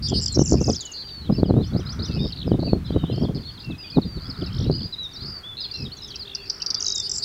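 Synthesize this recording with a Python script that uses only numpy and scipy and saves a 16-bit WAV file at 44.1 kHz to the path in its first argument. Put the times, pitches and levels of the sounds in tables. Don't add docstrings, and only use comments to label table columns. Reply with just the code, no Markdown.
import sys
import numpy as np
from scipy import signal
from scipy.fft import rfft, irfft, next_fast_len
from scipy.io import wavfile
from scipy.ndimage import uniform_filter1d, minimum_filter1d, map_coordinates

SR = 44100
rng = np.random.default_rng(int(sys.argv[2]) if len(sys.argv) > 2 else 0)


def persist_wave(psi):
    counts = np.round(np.clip(psi, -1, 1) * 32767).astype(np.int16)
    wavfile.write(sys.argv[1], SR, np.atleast_2d(counts).T)


N = 319284


def amp(db):
    return 10 ** (np.asarray(db) / 20)


def unit(x):
    return x / np.sqrt(np.mean(x ** 2) + 1e-20)


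def clock(length):
    return np.arange(max(int(length * SR), 8)) / SR


def add(track, s, sound):
    start = int(np.clip(round(s * SR), 0, N))
    track[start:start + len(sound)] += sound[:N - start]


def wobble(rate):
    return map_coordinates(rng.standard_normal(int(N * rate / SR) + 4), [np.arange(N) * rate / SR])


def drift(t, rate):
    return map_coordinates(rng.standard_normal(size=64), [t * rate], mode="mirror")


def filtered(x, response):
    size = next_fast_len(N + SR // 2)
    return irfft(rfft(x, size) * response(np.fft.rfftfreq(size, 1 / SR)), size)[:N]


def noise(spectrum):
    hz, db = np.transpose(spectrum)
    colour = lambda f: amp(np.interp(np.log(f + 1), np.log(hz), db, right=-120))
    return unit(filtered(rng.standard_normal(N), colour))


def tone(hz):
    return np.sin(2 * np.pi * (np.cumsum(hz) / SR + rng.random()))


def arch(u, power):
    hump = np.abs(np.sin(np.pi * u))
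    return hump ** power * np.tanh(2 * np.pi * hump) ** 2


def glide(length, pitches, edge, waver_hz):
    t = clock(length)
    hz = np.polyval(np.polyfit([0, .5, 1], pitches, 2), t / length)
    return arch(t / length, edge) * tone(hz + waver_hz * drift(t, 180.4))


# (frequency [Hz], relative level [dB])
FIELD_EQ = [(25, 10), (170, -6), (400, -3), (520, -10.5), (1400, -11), (2300, -15.5), (4500, -18.5),
            (6500, -25.5), (8500, -29), (16000, -30.5)]
def field_bed(db):
    return amp(db) * noise(FIELD_EQ)


# (time [s], relative level [dB])
BREEZE_RIDE = [(0.0, -30), (0.38, -34.5), (0.58, -26), (0.72, -58), (0.91, -60.5), (1.19, -40.5),
               (1.41, -27), (2.2, -37), (3.27, -33), (3.41, -39), (3.77, -46.5), (4.36, -41), (4.6, -25),
               (4.7, -26), (4.88, -49.5), (7.24, -51)]
# (frequency [Hz], relative level [dB])
RUMBLE_EQ = [(25, -17), (70, 1), (140, -4), (260, -14), (600, -44.5)]
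def breeze(db, unrest_db):
    ride_db = np.interp(np.arange(N) / SR, *np.transpose(BREEZE_RIDE))
    return amp(db + ride_db + unrest_db * wobble(12)) * noise(RUMBLE_EQ)


# (time [s], length [s], pitch [Hz], pitch swing [Hz], flutter rate [Hz], level [dB])
BUZZ_CUES = [(.021, .06, 4725, 330, 415, -17), (.134, .062, 4635, 420, 385, -16),
             (.341, .025, 5550, 400, 620, -17), (7.02, .062, 4667, 330, 392, -20),
             (7.22, .04, 4650, 420, 385, -13)]
def bunting_buzzes(depth, swell_db, lag_rad, overtone_db, bend_hz, waver_hz):
    song = np.zeros(N)
    for s, length, hz, swing_hz, rate, db in BUZZ_CUES:
        t = clock(length)
        u = t / length
        flutter = 2 * np.pi * rate * t + .25 * drift(t, 90)
        centre = hz - bend_hz * (1 - u) ** 5 + waver_hz * drift(t, 250)
        pitch = centre + swing_hz * np.cos(flutter)
        swell = amp(db + swell_db * (u - 1)) * arch(u, .3)
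        tremolo = (1 + depth * np.cos(flutter - lag_rad)) / (1 + depth)
        voice = tone(pitch) + amp(overtone_db) * tone(pitch + centre - rate)
        add(song, s, swell * tremolo * voice)
    return song


def chorus(count, db, low_hz, high_hz, sweep_hz, fall_hz):
    song = np.zeros(N)
    for when, long, high, slope, bend, soft in rng.random((count, 6)):
        hz = low_hz + (high_hz - low_hz) * high
        fall = fall_hz + sweep_hz * (slope - .5)
        pitches = [hz + fall / 2, hz + sweep_hz * (bend - .5) / 4, hz - fall / 2]
        chirp = glide(0.0083 + 0.0304 * long, pitches, edge=0.36, waver_hz=99.5)
        add(song, when * N / SR, amp(db - 10 * soft) * chirp)
    return song


# (time [s], length [s], start pitch [Hz], end pitch [Hz], nominal pulse sweep [Hz],
# pulse rate [Hz], relative level [dB])
TRILL_CUES = [(0.057, .11, 3850, 2920, 340, 102, -36), (.48, .115, 4900, 5150, 1021, 100, -33),
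              (0.774, 0.042, 4850, 4480, 1020, 130, -32), (2.109, 0.071, 4300, 5140, 1190, 112, -34),
              (2.183, 0.13, 4950, 5000, 1190, 110, -36), (2.355, 0.082, 4450, 3620, 1186, 71, -33),
              (2.59, .13, 4300, 4400, 702, 97, -37), (2.938, 0.37, 3040, 3360, 200, 55, -44.5),
              (3.345, 0.031, 4700, 4740, 1020, 140, -35.5), (3.4, 0.12, 4740, 3150, 500, 68, -42.5),
              (3.854, .04, 3500, 2980, 680, 88, -45), (4.192, 0.12, 4450, 5130, 680, 83, -36.5),
              (4.361, 0.076, 4500, 5010, 680, 88, -37), (4.495, 0.17, 3150, 3330, -340, 51, -43.5),
              (4.521, .14, 4600, 4890, 2600, 53, -37.5), (4.71, 0.06, 4600, 4610, 850, 85, -30.5),
              (4.778, 0.079, 4680, 4680, 760, 82, -30.5), (5.25, 0.13, 5150, 4710, -850, 47, -37.5),
              (5.567, 0.06, 4150, 4080, 700, 110, -29), (5.732, 0.12, 5050, 4950, 1400, 58, -35),
              (5.961, 0.21, 4350, 2950, -420, 52, -39.5), (6.015, 0.048, 5100, 5200, 420, 71, -36),
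              (6.247, .105, 3600, 3480, 680, 49, -37.5), (6.256, .23, 2850, 2530, -260, 57, -44),
              (6.45, 0.2, 5000, 5170, 1500, 56, -37)]
def lark_trills(hook_hz, waver_hz, uneven_db, vary, stumble):
    song = np.zeros(N)
    for s, length, start_hz, end_hz, sweep_hz, rate, db in TRILL_CUES:
        t = clock(length)
        cycle = (t * rate + stumble * drift(t, rate / 2)) % 1
        sweep = sweep_hz * (1 + vary * drift(t, rate)) * np.tanh(5 * (cycle - .5)) / 2.33
        hook = hook_hz * (2 * cycle - 1) ** 2
        pitch = np.linspace(start_hz, end_hz, len(t)) + sweep - hook + waver_hz * drift(t, rate)
        pulses = amp(db + uneven_db * drift(t, rate)) * arch(cycle, 1.8)
        add(song, s, pulses * arch(t / length, .03) * tone(pitch))
    return song


SYLLABLE_STROKES = { "chink": [(0, 0.0076, 7770, 7100, -11), (.0005, 0.00766, 6530, 4960, -1.5)],
                    "clink": [(0, .0035, 6900, 6400, -10), (.006, 0.0067, 6750, 4780, -1)],
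                    "rattle": [(0, 0.0038, 7750, 7250, -7.5), (.0005, 0.0047, 5800, 4920, -1.5)],
                    "stutter": [(0.0012, 0.0073, 6900, 5450, 0)], "jingle": [(0, 0.013, 7400, 6970, -8),
                    (.0095, 0.0074, 7000, 5240, -1)], "skirl": [(0, 0.023, 7750, 5640, -12),
                    (.0155, .0038, 7430, 4650, -7.5), (.019, .0075, 5820, 4950, -1.5)],
                    "tsip": [(0.00046, 0.012, 7750, 7250, -2.5)],
                    "tsee": [(0.0011, 0.016, 7450, 6440, -2.5)]}
# (time [s], syllable, count, period [s], first relative level [dB], last relative level [dB])
CHIP_RUNS = [(0.084, "chink", 2, .012, -27.5, -29), (.2124, "rattle", 6, .0062, -27.5, -27.5),
             (.258, "chink", 2, .021, -21.5, -24.5), (0.385, "stutter", 7, .0059, -29, -25),
             (0.4479, "jingle", 5, 0.018, -23, -26), (0.603, "stutter", 2, 0.0088, -35, -31),
             (0.6227, "skirl", 5, 0.03, -26.5, -23), (6.7987, "clink", 4, .0196, -25.5, -20),
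             (6.8755, "clink", 3, .0198, -19.5, -22), (6.9564, "chink", 3, .0211, -21, -23),
             (7.094, "chink", 2, .02, -23, -21.5), (7.134, "rattle", 6, 0.0045, -30, -29.5),
             (7.1598, "chink", 2, .021, -24, -25)]
# (time [s], syllable, relative level [dB])
SINGLE_CHIPS = [(.3214, "tsip", -30), (.434, "tsip", -34), (.805, "tsee", -32), (.851, "tsee", -30.5),
                (.9146, "tsee", -34.5), (6.945, "tsee", -28), (7.1696, "tsip", -30), (7.1817, "tsip", -29)]
def bunting_chips(edge, waver_hz, flicker_db, pitch_spread, spread_db):
    song, cues = np.zeros(N), list(SINGLE_CHIPS)
    for s, name, count, period, first_db, last_db in CHIP_RUNS:
        ramp_db = np.linspace(first_db, last_db, round(count))
        cues += [(s + k * period, name, db) for k, db in enumerate(ramp_db)]
    for s, name, db in cues:
        for delay, length, start_hz, end_hz, trim_db in SYLLABLE_STROKES[name]:
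            t = clock(length)
            sharp, loud = rng.standard_normal(2)
            sweep = end_hz + (start_hz - end_hz) * (1 - t / length) ** 2
            pitch = sweep * (1 + pitch_spread * sharp) + waver_hz * drift(t, 810)
            envelope = amp(db + trim_db + spread_db * loud) * arch(t / length, edge)
            add(song, s + delay, envelope * tone(pitch))
    return song * amp(flicker_db * wobble(500))


# (time [s], hold [s], strength [dB])
GUST_CUES = [(0.112, 0.067, -14.5), (0.374, 0.058, -7.5), (0.509, 0.051, -12), (0.607, 0.0082, -13.5),
             (0.667, 0.066, -13.5), (1.298, 0.03, -13), (1.385, 0.06, -14.5), (1.483, 0.14, -10),
             (1.742, 0.056, -16), (1.997, 0.023, -19), (2.092, .18, -20.5), (2.466, 0.079, -11.5),
             (2.595, 0.19, -17.5), (2.947, 0.031, -12.5), (3.033, 0.0082, -16), (3.1, 0.21, -19),
             (3.343, 0.055, -20.5), (3.685, 0.049, -24.5), (3.976, 0.012, -9.5), (4.057, 0.026, -20.5),
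             (4.168, 0.0047, -21.5), (4.289, 0.0092, -25), (4.4, 0.028, -18.5), (4.571, 0.078, -23),
             (4.676, 0.036, -13), (4.752, 0.11, -28.5), (5.204, 0.11, -36.5), (5.806, 0.075, -27)]
def gust_envelope(attack_s, release_s):
    t = np.arange(N) / SR
    force = np.zeros(N)
    for s, hold, db in GUST_CUES:
        before, after = np.maximum(s - t, 0), np.maximum(t - s - hold, 0)
        force += amp(db) * np.exp(-before / attack_s - after / release_s)
    return 20 * np.log10(force + amp(-67))


# (band centre [Hz], level in a -20.5 dB gust [dB], growth [dB per dB of gust])
EDDY_BANDS = [(76, -29, 0.57), (153.5, -29, 1.07), (303.6, -35, 1.24), (600, -48, 1.72), (975, -61, 1.81)]
def wind_buffets(gust_db, band_width, lump_depth):
    lumps = np.tanh(wobble(70)) + np.tanh(wobble(190)) / 2
    air = np.zeros(N)
    for hz, db, growth in EDDY_BANDS:
        octaves = band_width / growth
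        band = filtered(rng.standard_normal(N), lambda f: np.exp(-(np.log2((f + 1) / hz) / octaves) ** 2))
        lumpy_band = unit(band * amp(lump_depth * growth ** 2 * lumps))
        air += amp(db + growth * (gust_db + 20.5)) * lumpy_band
    return air


# (time [s], level [dB])
TICK_CUES = [(0.1977, -25), (6.157, -26.5), (6.349, -20), (6.498, -16), (6.6192, -19), (6.6616, -17.5),
             (6.703, -15), (6.744, -15)]
# (time into the tick [s], pitch [Hz], trim [dB])
TICK_CONTOUR = [(0, 4160, -6), (.001, 5190, 4), (.0022, 5860, 0), (.0036, 4260, -0.5), (.0048, 6150, -8),
                (.0065, 5000, -1), (.008, 4640, 0.5), (0.0103, 4900, -23)]
def bunting_ticks():
    song = np.zeros(N)
    knots, hz, trim_db = np.transpose(TICK_CONTOUR)
    t = clock(knots[-1])
    envelope = amp(np.interp(t, knots, trim_db)) * arch(t / t[-1], 0.14)
    for s, db in TICK_CUES:
        add(song, s, amp(db) * envelope * tone(np.interp(t, knots, hz)))
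    return song


# (time [s], length [s], middle pitch [Hz], level [dB])
SAGGING_WHISTLES = [(.272, 0.091, 4285, -34), (.6, .12, 2650, -49), (.835, .097, 2915, -41),
                    (1.035, 0.19, 4560, -36.5), (2.087, .13, 2594, -45), (2.64, 0.11, 4490, -36.5),
                    (2.92, 0.16, 3760, -45), (3.63, .14, 2660, -42), (3.778, .11, 4810, -38),
                    (4.045, 0.15, 4640, -40), (4.924, 0.027, 3940, -27), (4.978, .1, 3836, -29),
                    (5.265, 0.13, 4720, -35.5), (5.603, 0.03, 4900, -29), (5.637, 0.031, 4290, -28),
                    (5.728, 0.12, 2670, -42), (5.85, 0.022, 3800, -33.5), (6.849, 0.053, 3910, -31.5),
                    (6.9, 0.13, 3750, -30.5)]
RISING_WHISTLES = [(1.546, 0.21, 4220, -49.5), (3.051, .18, 4230, -45.5), (4.605, 0.16, 4010, -43),
                   (5.135, 0.17, 4220, -39.5)]
HELD_NOTES = [(1.217, 0.041, 4100, -42), (1.335, .029, 5290, -40), (1.362, 0.032, 4720, -37),
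              (2.188, 0.074, 3720, -34.5), (2.845, 0.028, 4060, -42), (3.198, 0.024, 5560, -47),
              (3.446, 0.074, 4420, -36), (3.84, 0.024, 2500, -38.5), (3.925, 0.036, 2500, -42),
              (4.745, 0.029, 4920, -30), (4.844, 0.029, 4860, -30), (5.43, 0.116, 3500, -34.5),
              (5.74, 0.027, 4200, -27.5), (6.672, 0.028, 4800, -30), (6.767, 0.028, 4820, -28)]
DOWN_SLURS = [(.803, 0.038, 3600, -37.5), (1.09, 0.028, 3900, -41), (1.255, 0.033, 3620, -44),
              (1.455, 0.058, 4480, -39), (2.039, 0.03, 3950, -35.5), (2.322, 0.014, 4200, -28),
              (3.159, 0.01, 4870, -39), (3.225, 0.027, 4680, -38), (3.571, 0.014, 3950, -40),
              (3.602, .012, 4100, -36), (3.62, .011, 4500, -38.5), (3.645, .009, 4650, -36),
              (3.707, 0.022, 3610, -39.5), (3.94, 0.042, 4070, -36), (4.015, .023, 4100, -34.5),
              (4.297, 0.021, 4740, -29), (4.413, 0.013, 3270, -36.5), (4.437, 0.0165, 4350, -34),
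              (4.461, 0.016, 4770, -32.5), (5.03, .028, 5540, -46), (5.133, 0.038, 5200, -39.5),
              (5.624, .036, 3730, -33), (5.967, .022, 6140, -44.5), (6.075, 0.026, 5900, -42.5),
              (6.103, 0.02, 4270, -33.5), (6.192, 0.046, 4520, -31)]
UP_SLURS = [(1.393, 0.017, 4410, -38.5), (3.9, 0.014, 4850, -33), (3.917, 0.019, 4520, -35),
            (5.162, .016, 4600, -33), (5.204, 0.038, 4810, -35.5), (5.245, 0.0274, 4720, -33.5),
            (5.712, .013, 4680, -26.5), (5.917, 0.0275, 4410, -32.5), (6.369, 0.11, 4580, -41),
            (7.192, 0.03, 4600, -34)]
# (delay [s], length [s], start pitch [Hz], middle pitch [Hz], end pitch [Hz], trim [dB])
LADDER_STEPS = [(0, .019, 3570, 4140, 4350, 0), (0.028, .021, 3760, 4820, 5150, 3.5),
                (0.047, .027, 4720, 5400, 6250, -1)]
# (time [s], level [dB])
LADDER_CUES = [(1.609, -42.5), (1.733, -41.5), (1.862, -35), (1.992, -33)]
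def lark_notes(edge, waver_hz):
    song = np.zeros(N)
    bends = [(SAGGING_WHISTLES, 1.04, 0.94), (RISING_WHISTLES, .84, 1.08), (HELD_NOTES, 0.94, 0.97),
             (DOWN_SLURS, 1.13, 0.868), (UP_SLURS, .91, 1.035)]
    for notes, start, end in bends:
        for s, length, hz, db in notes:
            add(song, s, amp(db) * glide(length, [hz * start, hz, hz * end], edge, waver_hz))
    for s, db in LADDER_CUES:
        for delay, length, *pitches, trim_db in LADDER_STEPS:
            add(song, s + delay, amp(db + trim_db) * glide(length, pitches, edge, waver_hz))
    return song


# (time [s], relative peak level [dB])
THUMP_CUES = [(0.373, -2), (0.392, 6), (.521, 1), (.697, 0), (1.43, 7), (1.507, 3.5), (1.539, -5),
              (1.565, -5), (2.477, -7), (2.516, -0.5), (2.731, 3), (2.905, -9), (2.962, -2.5), (3.098, -10),
              (3.234, -8), (3.97, -1.5), (3.978, -11), (4.697, -2)]
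def wind_thumps(width_s, rebound_stretch, db):
    track, t = np.zeros(N), clock(.03) - .015
    cusp = lambda late, span: np.exp(-np.hypot(t - late, .0003) / span) / span
    dip = cusp(.002, width_s) - cusp(.003, width_s * rebound_stretch)
    for s, peak_db in THUMP_CUES:
        add(track, s + t[0], -amp(peak_db + db) * dip / np.abs(dip).max())
    return track


def lark_warble(s, length, hz, swing_hz, rate_hz, fall_hz, db):
    song, t = np.zeros(N), clock(length)
    vibrato = np.sin(2 * np.pi * rate_hz * t + drift(t, 70))
    pitch = hz - fall_hz * t / length + swing_hz * vibrato
    add(song, s, amp(db) * arch(t / length, 0.26) * tone(pitch))
    return song


# (time [s], length [s], level [dB])
SWELL_CUES = [(1.63, 0.6, -47), (2.743, 0.46, -54.5), (4.07, .68, -48.5), (5.098, .48, -51.5),
              (6.451, 0.52, -49)]
# (frequency [Hz], relative level [dB])
SWELL_EQ = [(900, -15), (1180, -9), (1320, -1), (1550, -11), (1900, -15.5), (2400, -17)]
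def breathy_swells(flicker_db):
    swell = np.zeros(N)
    for s, length, db in SWELL_CUES:
        add(swell, s, amp(db) * arch(clock(length) / length, 0.84))
    return swell * unit(noise(SWELL_EQ) * amp(flicker_db * wobble(120)))


def far_drone(hz, width_hz, db):
    band = unit(filtered(rng.standard_normal(N), lambda f: 1 / (1 + ((f - hz) / width_hz) ** 2)))
    fade_in = np.interp(np.arange(N) / SR, [5, 6.3], [0, 1])
    return amp(db) * band * fade_in


def throat(x):
    return filtered(x, lambda f: 1 / (1 + (f / 9000) ** 24) / (1 + (2300 / (f + 1)) ** 10))


def scatter(x, t60, build_s):
    t = clock(t60)
    tail = rng.standard_normal(len(t)) * amp(-60 * t / t60) * (1 - np.exp(-t / build_s))
    return signal.fftconvolve(x, tail / np.linalg.norm(tail))[:N]


def scene():
    chips = bunting_chips(edge=0.39, waver_hz=148, flicker_db=1.5, pitch_spread=0.011, spread_db=0.8)
    ticks = bunting_ticks()
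    buzzes = bunting_buzzes(depth=0.26, swell_db=8.5, lag_rad=0.73, overtone_db=-23,
                            bend_hz=129, waver_hz=24.2)
    bunting = throat(amp(4.7) * chips + ticks + buzzes)
    notes = lark_notes(edge=0.033, waver_hz=21.5)
    trills = lark_trills(hook_hz=346.4, waver_hz=59.6, uneven_db=2, vary=0.22, stumble=.08)
    warble = lark_warble(s=0.928, length=0.114, hz=4530, swing_hz=315, rate_hz=140, fall_hz=202, db=-31)
    chirps = chorus(count=220, db=-40.5, low_hz=2602, high_hz=5040, sweep_hz=1610, fall_hz=346)
    far_birds = throat(notes + amp(2.03) * trills + warble + chirps)
    reverb = (amp(-8.5) * scatter(bunting, t60=0.081, build_s=0.00029)
              + amp(-21.5) * scatter(bunting, t60=0.77, build_s=0.018)
              + amp(-9) * scatter(far_birds, t60=0.28, build_s=0.0052))
    gust_db = gust_envelope(attack_s=0.011, release_s=.014)
    wind = (wind_buffets(gust_db, band_width=0.81, lump_depth=5)
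            + wind_thumps(width_s=0.00052, rebound_stretch=2.18, db=-3.5)
            + breeze(db=1.5, unrest_db=2))
    swells = breathy_swells(flicker_db=1)
    backdrop = far_drone(hz=398, width_hz=21, db=-55.5) + field_bed(db=-46.5)
    return (bunting + far_birds + reverb + wind + swells + backdrop)[None]


def record(dry):
    threshold_db, release_db_per_s = -1, 24.5
    low_cut_hz, high_cut_hz = 30, 15800
    over_db = np.maximum(20 * np.log10(np.abs(dry[0]) + 1e-9) - threshold_db, 0)
    recovery_db = release_db_per_s * np.arange(N) / SR
    duck_db = np.maximum.accumulate(over_db + recovery_db) - recovery_db
    gain = uniform_filter1d(minimum_filter1d(amp(-duck_db), size=65), size=65)
    passband = lambda hz: (hz < high_cut_hz) * hz ** 2 / (hz ** 2 + low_cut_hz ** 2)
    return filtered(dry[0] * gain, passband)[None]


dry = scene()
out = record(dry)
persist_wave(out)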